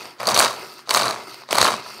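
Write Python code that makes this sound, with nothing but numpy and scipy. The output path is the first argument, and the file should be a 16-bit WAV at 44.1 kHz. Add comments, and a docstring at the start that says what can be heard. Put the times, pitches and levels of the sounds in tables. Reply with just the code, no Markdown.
"""A kitchen, with a hand chopper whose cord is pulled three times at close range.
On each pull the blades fling cloves against the plastic bowl: single knocks over a dense tumble,
both noise puffs that excite the modes of the bowl. The shaking bowl wobbles and hums in the counter.
Before, between and after the pulls the spring rewinds the cord with a soft whirr: dense slips
that ring the spool. Tiled walls add a short dull tail, and steady room noise lies beneath."""
import sys
import numpy as np
from scipy import signal
from scipy.fft import rfft, irfft
from scipy.io import wavfile
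from scipy.ndimage import uniform_filter1d

SR = 44100
rng = np.random.default_rng(int(sys.argv[2]) if len(sys.argv) > 2 else 0)


def materialize(psi):
    """Save the field psi as 16-bit PCM at rate SR to the path in sys.argv[1].

    A 1-D psi becomes a single channel; in a 2-D psi each row is a channel.
    """
    bounded = np.clip(np.atleast_2d(psi).T, -1, 1)
    quanta = np.round(bounded * 32767).astype(np.int16)
    wavfile.write(sys.argv[1], SR, quanta)


N = 88200  # two seconds

# small pieces tumbling, one curve a pull: start_s, thud_db, knock_db, crack_db, counter_rumble_db
TUMBLE_CURVES = [
    [(.18, -66, -62, -86, -72), (.2, -31.5, -37.5, -51, -51), (.266, -32.5, -43.5, -47, -46),
     (.275, -22, -25.5, -29.5, -38), (.338, -24.5, -32.5, -42, -35.5), (.35, -21.5, -22.5, -33, -39),
     (.41, -18.5, -21.5, -25.5, -40), (.46, -20.5, -24.5, -35, -39.5), (.52, -32.5, -36, -45, -53),
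     (.6, -48, -50, -58, -71)],
    [(.865, -76, -45, -68, -61), (.88, -45, -51, -66, -57), (.9, -30.5, -32.5, -38, -58),
     (.93, -25.5, -30.5, -36, -47), (.96, -22, -22, -25.5, -36.5), (1.03, -22.5, -29, -39, -39),
     (1.1, -26, -32, -40.5, -41.5), (1.16, -34.5, -39.5, -51, -47), (1.26, -50, -54, -72, -78)],
    [(1.478, -62, -55, -71, -66), (1.492, -38, -44, -59, -61), (1.52, -28, -30, -35.5, -39),
     (1.57, -20.5, -26, -34.5, -39), (1.63, -22.5, -20.5, -30, -35), (1.69, -20.5, -27.5, -35, -45),
     (1.74, -27.5, -30, -43.5, -36.5), (1.79, -43.5, -44, -55, -53), (1.86, -62, -47, -62, -66)],
]
# cord spool running back, one curve a rewind: start_s, level_db, treble_db and body_db above the usual
REWIND_CURVES = [
    [(0, -40.5, 2.5, 1.5), (.06, -42, -2, 0.5), (.11, -48.5, -2, 2.5), (.18, -66, 2, 5)],
    [(.52, -47.5, 3, 3.5), (.62, -41.5, -0.5, 3), (.72, -44, 0, -2.5), (.8, -49.5, 1.5, -0.5),
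     (.86, -67, .1, 9)],
    [(1.17, -43, -7, 1.5), (1.255, -50, 3, 5.5), (1.275, -43, -1, 1.5), (1.35, -45, 3, 0),
     (1.42, -50.5, 1, 1), (1.47, -60, -4, 0)],
    [(1.76, -45, 1, 12), (1.83, -48, -4, 4), (1.88, -39, -3.5, -2), (2, -46.5, 1.5, 2.5)],
]
# resonances of the plastic bowl: mode_hz, width_hz, level_db
BOWL_MODES = [(673, 153, -2), (1090, 300, 2), (2290, 130, -8), (3884, 80, -6.5), (4530, 167, -4.5),
              (6280, 730, -16.5), (8310, 650, -9.5), (9800, 680, -15.5), (10780, 580, -12.5),
              (12500, 600, -20)]
# response of the bowl between its modes: frequency_hz, level_db
BOWL_FLOOR = [(35, -54), (60, -20), (642, -4.5), (773, -9), (1050, 2), (1790, -9), (3270, -12),
              (4520, -10.5), (5450, -16), (15500, -23)]

BOWL_FLOOR_DB = -0.5  # added to the whole bowl floor
BOWL_LEAST_WIDTH = 0.028  # damping: least mode width over mode frequency
SPLIT_HZ = (2600, 6500)  # thud below, knock between, crack above
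BASS_CUT_HZ = 278  # the small bodies radiate no bass


def gain_of(db):
    """Level to amplitude: 20 dB is a factor of ten."""
    return 10 ** (np.asarray(db) / 20)


def evened(x):
    """Power normalisation: scales a signal to rms 1."""
    return x / np.sqrt(np.mean(x ** 2) + 1e-20)


def read(points, hz):
    """Spectral interpolation: reads a level table on a log-frequency axis."""
    f, value = np.transpose(points)
    return np.interp(np.log(hz + 1), np.log(f + 1), value)


def coloured_noise(gain):
    """Spectral shaping: white noise filtered by a magnitude curve, at rms 1."""
    return evened(irfft(rfft(rng.standard_normal(N)) * gain, N))


def causal(gain):
    """Minimum phase: the Hilbert transform of log magnitude gives the phase of a causal ring."""
    log_gain = np.log(np.maximum(gain, 1e-5))
    mirrored = np.r_[log_gain, log_gain[-2:0:-1]]
    phase = -signal.hilbert(mirrored).imag[:len(gain)]
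    return irfft(gain * np.exp(1j * phase))[:len(gain) // 2]


def body(modes, floor, floor_db, vary_db=0, least_width=0):
    """Modal resonance: Lorentzian peaks over a floor, as three band rings of energy 1 and their powers."""
    hz = np.fft.rfftfreq(4096, 1 / SR)
    f, width, db = np.transpose(modes)[:, :, None]
    width = np.maximum(width, least_width * f)
    peaks = gain_of(2 * (db + vary_db)) / (1 + (2 * (hz - f) / width) ** 2)
    power = gain_of(2 * (read(floor, hz) + floor_db)) + peaks.sum(0)
    power = power / (1 + (BASS_CUT_HZ / (hz + 1)) ** 8)

    low = 1 / (1 + (hz / SPLIT_HZ[0]) ** 8)
    high = 1 / (1 + (SPLIT_HZ[1] / (hz + 1)) ** 12)
    middle = np.clip(1 - low - high, 0, 1)
    bands = [np.sqrt(power * share) for share in (low, middle, high)]
    rings = [causal(band) for band in bands]
    return [ring / np.linalg.norm(ring) for ring in rings], [np.mean(band ** 2) for band in bands]


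def curve(tables, column):
    """Amplitude envelope: joins one column of several curves, with 10 ms fades to silence between them."""
    t, out = np.arange(N) / SR, np.zeros(N)
    for table in map(np.array, tables):
        start, end = table[0, 0], table[-1, 0]
        fade = np.clip(np.minimum(t - start + .01, end + .01 - t) / .01, 0, 1)
        out += fade * gain_of(np.interp(t, table[:, 0], table[:, column]))
    return out


def grains(per_s, spread_db, decay_s):
    """Shot noise: contacts at random times and of random size, each a decaying puff of noise."""
    size = gain_of(spread_db * np.minimum(rng.exponential(1, N), 5))
    contacts = size * (rng.random(N) < per_s / SR)
    # powers of overlapping puffs add
    power = signal.lfilter([1], [1, -np.exp(-2 / (decay_s * SR))], contacts ** 2)
    return evened(np.sqrt(power) * rng.standard_normal(N))


def patchy(x):
    """Time-varying filtering: lets the colour of a sound drift in random time-frequency patches."""
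    depth_db, patch_hz, patch_s = 2, 600, .05
    window, hop = 256, 64
    z = signal.stft(x, nperseg=window, noverlap=window - hop)[2]
    field = uniform_filter1d(rng.standard_normal(z.shape), round(patch_hz * window / SR), 0)
    field = evened(uniform_filter1d(field, round(patch_s * SR / hop), 1))
    return signal.istft(z * gain_of(depth_db * field), nperseg=window, noverlap=window - hop)[1][:N]


def kitchen():
    """Stationary noise: the steady room sound is random noise with a fixed spectrum."""
    # colour of the room noise: frequency_hz, level_db
    room_spectrum = [(24, -42), (40, -19), (350, 13), (535, -22), (1280, 8.5), (3390, -5), (5300, -7),
                     (6010, -17), (15500, -17)]
    level_db = -53
    hz = np.fft.rfftfreq(N, 1 / SR)
    return gain_of(level_db) * coloured_noise(gain_of(read(room_spectrum, hz)))


def room(x):
    """Reverberation: tiled walls return a short dull tail, modelled as decaying low-passed noise."""
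    t60_s, level_db, lowpass_hz = 0.3, -17, 5400
    t = np.arange(SR // 3) / SR
    tail = rng.standard_normal(len(t)) * gain_of(-60 * t / t60_s) * (t > .004)
    tail = signal.lfilter([1], [1, -np.exp(-2 * np.pi * lowpass_hz / SR)], tail)
    return gain_of(level_db) * signal.fftconvolve(x, tail / np.linalg.norm(tail))[:N]


def counter():
    """Structure-borne sound: the shaking bowl drives the modes of the board and jolts it now and then."""
    # resonances of the board under the bowl: mode_hz, width_hz, level_db
    board_modes = [(124, 28, 0), (217, 56, 1.5)]
    # jolts of the bowl on the counter: start_s, level_db
    bowl_jolts = [(.268, -51), (.335, -48), (0.377, -30), (.935, -50), (1.619, -27.5)]
    rewind_db = -15.5  # hum relative to the rewind level
    jolt_hz, jolt_s = 61.7, 0.021

    t, hz = np.arange(N) / SR, np.fft.rfftfreq(N, 1 / SR)
    response = sum(gain_of(db) / (1 + (2 * (hz - f) / width) ** 2) for f, width, db in board_modes)
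    drive = curve(TUMBLE_CURVES, 4) + curve(REWIND_CURVES, 1) * gain_of(rewind_db)
    out = coloured_noise(response) * drive
    for start_s, db in bowl_jolts:
        swell = np.sin(np.pi * np.clip((t - start_s) / jolt_s, 0, 1)) ** 2
        out += gain_of(db) * swell * np.cos(2 * np.pi * jolt_hz * (t - start_s - jolt_s / 2))
    return out


def rewind():
    """Stick-slip excitation: dense slips of the cord ring the spool, and their level flutters."""
    # resonances of the spool: mode_hz, width_hz, level_db
    spool_modes = [(352, 100, -1), (664, 180, -4), (966, 43, 1.5), (1294, 88, 2.5), (2100, 93, -3.5),
                   (2610, 160, -2), (4000, 98, -13), (4560, 440, -0.5), (5230, 590, -7.5), (8730, 86, -7),
                   (10600, 220, -15), (12600, 200, -16), (13600, 590, -15.5)]
    # response of the spool between its modes: frequency_hz, level_db
    spool_floor = [(35, -75), (60, -32), (123, 34), (248, -26), (376, 11.5), (423, -0.5), (1320, -1),
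                   (1740, -9.5), (4630, -8.5), (15500, -28)]
    floor_db, least_width = -5, 0.013  # offset of the floor; least mode width over mode frequency
    flutter_db, flutter_s = 0.5, 0.011
    slips_per_s, slip_spread_db, slip_decay_s = 1600, 2, 0.0013

    rings, power = body(spool_modes, spool_floor, floor_db, 0, least_width)
    level = curve(REWIND_CURVES, 1)
    colours = (curve(REWIND_CURVES, 3), 1, curve(REWIND_CURVES, 2))  # body, middle, treble
    out = np.zeros(N)
    for ring, band_power, colour in zip(rings, power, colours):
        flutter = evened(uniform_filter1d(rng.standard_normal(N), round(flutter_s * SR)))
        slips = grains(slips_per_s, slip_spread_db, slip_decay_s) * level * gain_of(flutter_db * flutter)
        # bands keep their natural balance about the middle one
        out += signal.oaconvolve(slips * colour, ring)[:N] * np.sqrt(band_power / power[1])
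    return patchy(out)


def wobble():
    """Low-order resonance: random contacts excite one dull, heavily damped mode of the whole bowl."""
    mode_hz, width_hz, level_db = 557, 347, -21  # width of each of two filter passes
    growth = 0.54  # below 1: grows more slowly than the tumble, so it colours the start of a pull
    radius, turn = np.exp(-np.pi * width_hz / SR), 2 * np.pi * mode_hz / SR
    zeros, poles = [1, 0, -1], [1, -2 * radius * np.cos(turn), radius ** 2]
    ring = grains(150, 3, .002)
    for _ in range(2):
        ring = signal.lfilter(zeros, poles, ring)
    return gain_of(level_db) * evened(ring) * curve(TUMBLE_CURVES, 1) ** growth


def tumble():
    """Superposed impacts: small contacts at four spots of the bowl, each exciting its modes differently."""
    contacts_per_s, spread_db, decay_s = 1200, 2.4, .0009  # rate over all four spots
    colour_db = 3  # spread of the mode levels from spot to spot
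    out = np.zeros(N)
    for chance in rng.standard_normal((4, len(BOWL_MODES), 1)):
        contacts = grains(contacts_per_s / 4, spread_db, decay_s) / 2  # four spots add up to power 1
        rings, _ = body(BOWL_MODES, BOWL_FLOOR, BOWL_FLOOR_DB, colour_db * chance, BOWL_LEAST_WIDTH)
        for k, ring in enumerate(rings):
            out += signal.oaconvolve(contacts * curve(TUMBLE_CURVES, k + 1), ring)[:N]
    return out


def knocks():
    """Impact excitation: each blow is a noise puff that rings the bowl in the colour of its own spot."""
    # cloves struck by the blades or thrown against the bowl: start_s, thud_db, knock_db, crack_db, knock_hz
    clove_hits = [(0.055, -27.5, -29, -47, 4670), (0.204, -17, -23, -27, 4870),
                  (0.2257, -25.5, -41, -41, 4320), (0.231, -17.5, -32, -25, 4730),
                  (0.2393, -30, -27, -37, 4380), (0.2547, -40, -19, -32, 4360),
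                  (0.258, -15, -26, -40, 4340), (0.2705, -23, -6.5, -13.5, 4520),
                  (0.2765, -16, -12, -14.5, 4540), (0.2881, -10.5, -5.5, -24, 4620),
                  (0.301, -23, -21, -18, 5960), (0.3158, -23, -11.5, -19, 4500),
                  (0.322, -30, -20, -28, 4560), (0.3441, -25, -7.5, -14, 6030),
                  (0.3509, -24, -12, -14, 4630), (0.361, -15, -20, -22, 3890),
                  (0.3652, -11, -12.5, -17, 4360), (0.3751, -3.5, -5, -10, 4570),
                  (0.3901, -12, -3.5, -4, 4430), (0.3963, -20, -8, -0.5, 4370), (0.4033, 0, -13, -9, 4400),
                  (0.4115, -16, -12, -20, 4400), (0.421, -6, -24, -17, 4640), (0.4253, -21, -9, -24, 4000),
                  (0.4315, -10.5, -20, -24, 4400), (0.447, -10, -5, -15, 4460),
                  (0.466, -10.5, -24, -32, 4500), (0.4795, -36, -13, -37, 4000),
                  (0.7915, -31, -33.5, -51, 3975), (0.874, -31, -31, -44, 4440),
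                  (0.8927, -15.5, -7.5, -21, 4700), (0.9076, -8.5, -3.5, -12.5, 4400),
                  (0.912, -8.5, -13, -19, 4500), (0.936, -41, -26, -31, 6140),
                  (0.9403, -27, -39, -7.5, 5450), (0.947, -3.5, -2, -10.5, 4070),
                  (0.9601, -12.5, -12, -23, 6450), (0.9704, -3.5, -16, -11.5, 4400),
                  (0.975, -34, -7, -23, 4400), (0.993, -35, -13, -23, 4600), (1.002, -18, -26, -30, 4400),
                  (1.012, -18, -11, -24, 4000), (1.0219, -14.5, -14, -27, 4430),
                  (1.0319, -26, -10, -24, 4580), (1.042, -15, -34, -30, 5150), (1.055, -24, -18, -21, 3830),
                  (1.0807, -27, -11.5, -28, 4410), (1.1088, -15.5, -15, -22, 4160),
                  (1.161, -21, -40, -43, 4500), (1.151, -41, -31, -36, 6100),
                  (1.343, -30.5, -26, -35, 4560), (1.4194, -27.5, -42, -55, 4430),
                  (1.435, -29.5, -34, -63, 4040), (1.4889, -25, -27, -46, 3780),
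                  (1.509, -31, -11.5, -22, 4630), (1.5218, -26, -16, -19, 4550),
                  (1.528, -2.5, -13, -11.5, 3250), (1.5534, -9, -11, -14, 4000),
                  (1.5706, -23, -41, -19, 5860), (1.5836, 0.5, -2.5, -6.5, 4520),
                  (1.5986, -13, -35, -29, 3580), (1.614, -5.5, 0, -10, 4040), (1.6274, -2, -6, -8, 4650),
                  (1.645, -12, -6, -13, 4300), (1.6521, -4, -21, -28, 4400), (1.6627, -17, -11, -22, 5160),
                  (1.669, -5.5, -25, -31, 4100), (1.678, -9, -11.5, -31, 3030),
                  (1.6826, -8, -13, -27, 3970), (1.706, -13.5, -16, -30, 4300),
                  (1.7263, -20, -23, -40, 3300), (1.736, -28, -23, -38, 4600),
                  (1.9019, -34, -39, -44, 4460), (1.9463, -31, -37, -38, 4560)]
    rise_s, decays_s = .00025, (.0008, .0012, .0013)  # decays of thud, knock, crack
    # the struck spot rings on top; the levels of the other modes vary
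    spot_db, spot_width_hz, spot_spread_db = 4, 320, 3.5

    t, out = np.arange(500) / SR, np.zeros(N)
    puffs = rng.standard_normal((len(clove_hits), len(t)))
    chances = rng.standard_normal((len(clove_hits), len(BOWL_MODES), 1))
    for (start_s, *levels_db, knock_hz), puff, chance in zip(clove_hits, puffs, chances):
        modes = list(BOWL_MODES) + [(knock_hz, spot_width_hz, spot_db)]
        vary_db = spot_spread_db * np.r_[np.clip(chance, -2, 1), [[0]]]
        rings, _ = body(modes, BOWL_FLOOR, BOWL_FLOOR_DB, vary_db, BOWL_LEAST_WIDTH)
        for ring, decay_s, level_db in zip(rings, decays_s, levels_db):
            blow = puff * (1 - np.exp(-t / rise_s)) * np.exp(-t / decay_s)
            knock = signal.fftconvolve(blow, ring)
            knock = knock / abs(knock).max() * gain_of(level_db)
            part = out[round(start_s * SR):][:len(knock)]
            part += knock[:len(part)]
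    return out


def scene():
    """Superposition: the chopper, its echo, the board and the room noise add linearly."""
    chopper = knocks() + tumble() + wobble() + rewind()
    return (chopper + room(chopper) + counter() + kitchen())[None]


def record(dry):
    """Saturation and band limiting: soft overload, a bass roll-off, then a steep treble edge."""
    bass_cut_hz, treble_edge_hz, ceiling = 65, 15720, 1.05
    soft = ceiling * np.tanh(dry / ceiling)
    soft = signal.sosfilt(signal.butter(2, bass_cut_hz, "high", fs=SR, output="sos"), soft)
    lowpass = signal.firwin(1023, treble_edge_hz, window=("kaiser", 10), fs=SR)
    return signal.oaconvolve(soft, lowpass[None], "same")


dry = scene()
out = record(dry)
materialize(out)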